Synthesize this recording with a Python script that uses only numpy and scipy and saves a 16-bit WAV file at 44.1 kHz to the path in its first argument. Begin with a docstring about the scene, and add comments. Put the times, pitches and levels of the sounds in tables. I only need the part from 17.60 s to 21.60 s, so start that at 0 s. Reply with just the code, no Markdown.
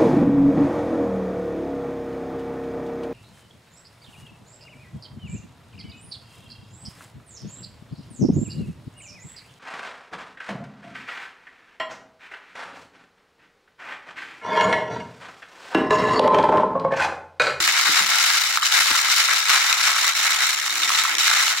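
"""Small metal pellets rattle in a plastic tray, shaken to and fro by hand, close by in a quiet room.
With each stroke they tumble, clicking on each other and tapping the plastic, thinning out at the turns.
Each contact rings short, dense modes of one place on the tray. Single pellets click, knock or ping
above the rattle. The hand adds faint low bumps and finger rubs."""
import sys
import numpy as np
from scipy import signal
from scipy.fft import rfft, irfft, next_fast_len
from scipy.io import wavfile
from scipy.ndimage import uniform_filter1d, minimum_filter1d

SR = 44100
rng = np.random.default_rng(int(sys.argv[2]) if len(sys.argv) > 2 else 0)


def to_wav(sig):
    """Store sig (one row per channel, or 1-D mono) as 16-bit WAV at the path in sys.argv[1].

    Samples outside -1..1 are clipped; the rate is SR.
    """
    pcm = np.clip(np.atleast_2d(sig), -1, 1) * 32767
    pcm = np.round(pcm).astype(np.int16)
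    wavfile.write(sys.argv[1], SR, pcm.T)  # frames by channels


N = 176400
TOP_HZ = 16000


def amp(db):
    """dB to gain."""
    return 10 ** (np.asarray(db) / 20)


def rms(x):
    """Root mean square."""
    return np.sqrt(np.mean(x ** 2) + 1e-20)


def along(points, hz):
    """Interpolate (freq_hz, value) points on a log frequency axis."""
    freq_hz, values = np.transpose(points)
    return np.interp(np.log(hz + 1), np.log(freq_hz + 1), values)


def coloured(x, gain):
    """Minimum-phase filter with magnitude gain(hz)."""
    n = x.shape[-1]
    n_fft = 2 * next_fast_len(n // 2 + 4096)
    magnitude = np.maximum(gain(np.fft.rfftfreq(n_fft, 1 / SR)), 1e-6)
    cepstrum = irfft(np.log(magnitude), n_fft)
    cepstrum[1:n_fft // 2] *= 2
    cepstrum[n_fft // 2 + 1:] = 0
    return irfft(rfft(x, n_fft) * np.exp(rfft(cepstrum)), n_fft)[..., :n]


def equalised(x, colour):
    """Filter by (freq_hz, gain_db) points."""
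    return coloured(x, lambda hz: amp(along(colour, hz)))


def add(out, start_s, x):
    """Mix x into out from start_s."""
    part = out[..., max(round(start_s * SR), 0):]
    part[..., :x.shape[-1]] += x[..., :part.shape[-1]]


def tray_rings(count, n_modes=230, rise_s=.0006, hold_s=.0013, tone_spread_db=3):
    """Stereo rings of count places on the tray: same modes, each place favouring its own bands."""
    # mode decay: freq_hz, t60_s
    decay = [(1200, 0.019), (4000, 0.029), (8000, 0.014), (14000, 0.012)]
    # left-right likeness: freq_hz, correlation
    likeness = [(300, 0.36), (700, 1), (1300, 0.93), (2000, 0.84), (2400, 0.086), (3800, 0.24),
                (6000, 0.023)]
    hz = (np.arange(n_modes) + .5) * TOP_HZ / n_modes
    t = np.arange(SR // 32) / SR
    fade = amp(-60 * np.maximum(t - hold_s, 0) / along(decay, hz)[:, None])
    modes = np.cos(2 * np.pi * hz[:, None] * t) * (1 - np.exp(-t / rise_s)) * fade
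    modes /= np.linalg.norm(modes, axis=1, keepdims=True)
    tone = uniform_filter1d(rng.standard_normal((count, n_modes)), 7, axis=1)
    weights = rng.standard_normal((2, count, n_modes)) * amp(tone_spread_db * tone / rms(tone))
    mid, side = weights / np.sqrt(np.mean(weights ** 2, axis=1, keepdims=True))
    width_rad = np.arccos(np.clip(along(likeness, hz), -1, 1)) / 2
    mid, side = mid * np.cos(width_rad), side * np.sin(width_rad)
    return np.stack([mid + side, mid - side], axis=1) @ modes


def rattle(places=80):
    """Tumbling contacts, denser with effort: each a plastic tap and a metal tick with a bright edge."""
    # pellets on pellets: time_s, level_db
    clicking = [(0, -22), (.085, -22.5), (.125, -24), (.16, -19.5), (.38, -20.5), (.44, -25), (.55, -21),
                (.65, -19.5), (.78, -22), (.93, -25.5), (1.012, -36), (1.035, -24.5), (1.06, -20),
                (1.09, -27.5), (1.14, -20), (1.3, -21.5), (1.37, -20.5), (1.4, -25.5), (1.48, -22),
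                (1.515, -17.5), (1.54, -22), (1.595, -18), (1.64, -23), (1.79, -21.5), (1.82, -29.5),
                (1.89, -19.5), (1.95, -19), (2.0, -21), (2.12, -23.5), (2.16, -24), (2.28, -19.5),
                (2.32, -24), (2.48, -22.5), (2.52, -26.5), (2.62, -22.5), (2.93, -23.5), (2.965, -30.5),
                (3.0, -27), (3.1, -27.5), (3.4, -21), (3.5, -28.5), (3.575, -31), (3.59, -21),
                (3.72, -20.5), (3.9, -21.5), (3.94, -29.5), (4.0, -24.5)]
    # pellets on plastic: time_s, level_db
    drumming = [(0, -22), (.04, -28.5), (.09, -19.5), (.12, -29), (.155, -18.5), (.225, -24.5),
                (.275, -20.5), (.31, -25), (.37, -20.5), (.44, -27), (.56, -20.5), (.62, -23), (.74, -22.5),
                (.78, -26), (.95, -28.5), (1.0, -41), (1.04, -22.5), (1.09, -31), (1.155, -19), (1.24, -24),
                (1.36, -22), (1.4, -26.5), (1.48, -23), (1.51, -21), (1.55, -28.5), (1.6, -20), (1.66, -28),
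                (1.69, -19.5), (1.8, -26.5), (1.845, -31.5), (1.89, -18), (1.955, -19), (1.98, -23),
                (2.12, -23), (2.17, -26.5), (2.28, -19), (2.32, -25), (2.48, -24.5), (2.53, -29),
                (2.65, -23.5), (2.77, -25.5), (2.82, -20.5), (2.85, -26), (3.1, -31), (3.39, -23.5),
                (3.43, -26.5), (3.57, -27), (3.74, -20), (3.9, -25), (4, -31.5)]
    # tray radiation, left: freq_hz, gain_db
    tray_left = [(120, -59), (280, -30), (520, -26.5), (700, -15), (900, -8), (1120, -6.5), (1320, 0),
                 (1750, -2.5), (2020, 0.5), (2230, -8), (2700, -4.5), (3300, -8.5), (3780, 1.5),
                 (4500, -6.5), (5550, -1.5), (6500, -10.5), (8000, -14.5), (10000, -21.5), (15800, -25.5)]
    # tray radiation, right: freq_hz, gain_db
    tray_right = [(120, -56), (280, -36), (520, -29), (700, -18), (900, -16), (1320, -3), (1560, -9.5),
                  (1880, -6.5), (2220, 1), (2620, -13), (2980, -2.5), (3400, -8.5), (4000, -4),
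                  (4600, -3.5), (6400, -7.5), (7400, -5), (8400, -25), (10200, -19), (15800, -30)]
    contacts_per_s, head_on_per_s = 1300, 67  # contacts: at mean effort
    force_spread_db, band_spread_db = 3, 2
    split_hz, edge_hz = 2430, 8710
    tap_db, tick_db, edge_db = -2.18, -2.46, -11.5

    def below(hz, cutoff_hz):
        return 1 / (1 + (hz / cutoff_hz) ** 12)

    t = np.arange(N) / SR
    effort_db, drum_db = (np.interp(t, *np.transpose(curve)) for curve in (clicking, drumming))
    rate_per_s = contacts_per_s * amp(effort_db - effort_db.mean())
    rings = tray_rings(places)
    place, sign, chance = rng.integers(places, size=N), rng.choice([-1, 1], N), rng.random(N)
    force, *band_scatter = np.clip(rng.standard_normal((4, N)), -2, 2)
    contacts = np.flatnonzero(chance < rate_per_s / SR)
    head_on = chance < head_on_per_s / SR
    force_db = force_spread_db * np.where(head_on, 1, force)
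    # level_db, head_on_boost_db, power_share
    bands = ((drum_db + tap_db, 0, lambda hz: below(hz, split_hz)),
             (effort_db + tick_db, 3.5, lambda hz: np.abs(below(hz, edge_hz) - below(hz, split_hz))),
             (effort_db + edge_db, 7, lambda hz: 1 - below(hz, edge_hz)))
    out = np.zeros((2, N))
    for (level_db, boost_db, share), scatter in zip(bands, band_scatter):
        blow_db = level_db + force_db + boost_db * head_on + band_spread_db * scatter
        blows = sign * amp(blow_db) / np.sqrt(rate_per_s)
        band = np.zeros((2, N))
        for i in contacts:
            add(band, i / SR, blows[i] * rings[place[i]])
        for channel, tray in enumerate((tray_left, tray_right)):
            band[channel] = coloured(band[channel], lambda hz: amp(along(tray, hz)) * np.sqrt(share(hz)))
        out += band * rms(amp(level_db)) / rms(band.mean(axis=0))
    return out


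def bumps(thud_over_ring_db=6, thud_t60_s=.055):
    """Handling bumps: a dull thud and one low ringing tone each."""
    # bumps of the hand: start_s, level_db, pitch_hz, t60_s
    events = [(0.0, -38.5, 340, 0.42), (0.292, -37, 310, 0.2), (0.406, -42.5, 186, 0.41),
              (1.305, -38.5, 295, 0.13), (1.311, -36, 95, 0.1)]
    # thud spectrum: freq_hz, gain_db
    colour = [(35, -30), (85, 0), (300, -2), (700, -12), (4000, -45)]
    out, t = np.zeros(N), np.arange(SR // 2) / SR
    for start_s, level_db, pitch_hz, t60_s in events:
        thud = equalised(rng.standard_normal(len(t)) * amp(-60 * t / thud_t60_s), colour)
        ring = np.sin(2 * np.pi * pitch_hz * t) * amp(-60 * t / t60_s) * (1 - np.exp(-t * pitch_hz))
        add(out, start_s, amp(level_db) * (amp(thud_over_ring_db) * thud / np.abs(thud).max() + ring))
    return out


def room_noise(level_db=-60.5):
    """Quiet low noise, partly common to both sides."""
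    # freq_hz, gain_db
    colour = [(20, -14), (45, -17), (90, 5), (150, 0), (400, -3.5), (15000, -25)]
    noise = equalised(rng.standard_normal((2, N)) + 0.6 * rng.standard_normal(N), colour)
    return amp(level_db) * noise / rms(noise)


def room_tail(x, level_db=-11):
    """Short diffuse reverberation, duller as it dies."""
    # room decay: freq_hz, t60_s
    decay = [(300, 0.56), (3000, 0.26), (12000, 0.065)]
    hz, t, spectra = signal.stft(rng.standard_normal((2, SR // 2)), SR, nperseg=256)
    _, tail = signal.istft(spectra * amp(-60 * t / along(decay, hz)[:, None]), SR, nperseg=256)
    return amp(level_db) * signal.fftconvolve(x, tail / np.linalg.norm(tail[0]), axes=1)[:, :N]


def strikes(events, colour, damping_t60_s):
    """Hard single contacts, each at its own place; extra damping ends them sooner than a tumble."""
    out, rings = np.zeros((2, N)), tray_rings(len(events))
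    t = np.arange(rings.shape[-1]) / SR
    rings = equalised(rings * amp(-60 * t / damping_t60_s), colour)
    for (start_s, peak_db), ring in zip(events, rings):
        add(out, start_s, ring * amp(peak_db) / np.abs(ring).max())
    return out


def clicks():
    """Single pellets click sharply."""
    # sharp contacts: start_s, peak_db
    events = [(0.0765, 0.5), (0.466, -9), (0.957, -9.5), (1.0652, -7), (1.1225, -5.5), (1.498, -18),
              (2.127, -2), (2.4434, -8), (2.4785, -2), (2.5769, -11), (2.6771, -9), (2.748, -23),
              (2.9985, -8), (3.0627, -9), (3.2325, -4.5), (3.292, -1.5), (3.3865, -5), (3.493, -9),
              (3.5515, -5.5), (3.5828, -3), (3.679, -2)]
    # click spectrum: freq_hz, gain_db
    colour = [(100, -64), (400, -32), (1200, 8), (3800, 9.5), (7000, 6), (9000, -8.5), (15000, -9.5)]
    return strikes(events, colour, damping_t60_s=.014)


def finger_rubs():
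    """Fingers rub the plastic: soft swells of low noise."""
    # rubs: start_s, length_s, level_db
    events = [(0.2, 0.34, -47), (3.01, 0.4, -49.5), (3.47, 0.19, -48.5)]
    # friction spectrum: freq_hz, gain_db
    colour = [(30, -31), (90, -5), (200, -8), (310, 9.5), (1000, -14)]
    t = np.arange(N) / SR
    friction = equalised(rng.standard_normal(N), colour)
    swells = sum(amp(level_db) * np.sin(np.pi * np.clip((t - start_s) / length_s, 0, 1))
                 for start_s, length_s, level_db in events)
    return swells * friction / rms(friction)


def knocks():
    """Single pellets strike the tray hard."""
    # blows on the plastic: start_s, peak_db
    events = [(0.973, -3), (0.9845, -13), (1.028, -11), (1.686, -8), (1.901, -1.5), (2.362, -12),
              (2.4452, -12), (3.302, -8.5), (3.452, -7), (3.714, -7)]
    # knock spectrum: freq_hz, gain_db
    colour = [(100, -43), (700, -21.5), (1200, 9), (2000, -4), (2700, -8.5), (15000, -26)]
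    return strikes(events, colour, damping_t60_s=.0092)


def pings(rise_s=.0015, t60_s=.024):
    """Single pellets ring briefly, one high tone each."""
    # pellet rings: start_s, peak_db, pitch_hz
    events = [(1.022, -20, 3030), (1.032, -18, 3850), (1.053, -21, 2960), (2.929, -23, 3860),
              (3.098, -17.5, 3730), (3.233, -13, 3660), (3.388, -15, 3690), (3.607, -13, 3890)]
    out, t = np.zeros((2, N)), np.arange(SR // 20) / SR
    envelope = (1 - np.exp(-t / rise_s)) * amp(-60 * t / t60_s)
    for start_s, peak_db, pitch_hz in events:
        tone = np.sin(2 * np.pi * (pitch_hz * t + rng.random((2, 1)) / 2))
        add(out, start_s, amp(peak_db) * envelope / envelope.max() * tone)
    return out


def heap_slide(x, dip_hz=4850, width_hz=340, dip_db=-4.5):
    """The heap crosses to the far wall and damps one tray band; the sound drifts slightly right."""
    # start and end of the crossing: time_s, left_over_right_db
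    crossing = [(1.5, 0.76), (2.7, -0.86)]
    times_s, pans_db = np.transpose(crossing)
    t = np.arange(N) / SR
    across, pan_db = np.interp(t, times_s, [0, 1]), np.interp(t, times_s, pans_db)
    hollow = coloured(x, lambda hz: amp(dip_db * np.exp(-((hz - dip_hz) / width_hz) ** 2)))
    return (x + across * (hollow - x)) * amp([pan_db / 2, -pan_db / 2])


def scene():
    """Pellets in the moving tray, the hand and the room."""
    pellets = heap_slide(rattle() + pings() + clicks() + knocks())
    return pellets + room_tail(pellets) + bumps() + finger_rubs() + room_noise()


def record(dry, limiter_s=.003):
    """Fast peak limiter at full scale, then a low-pass at TOP_HZ."""
    n_fft, span = next_fast_len(N + SR // 2), round(limiter_s * SR)
    needed_gain = 1 / np.maximum(np.abs(dry).max(axis=0), 1)
    gain = uniform_filter1d(minimum_filter1d(needed_gain, span), span)
    passband = np.fft.rfftfreq(n_fft, 1 / SR) < TOP_HZ
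    return irfft(rfft(dry * gain, n_fft) * passband, n_fft)[:, :N]


dry = scene()
out = record(dry)
to_wav(out)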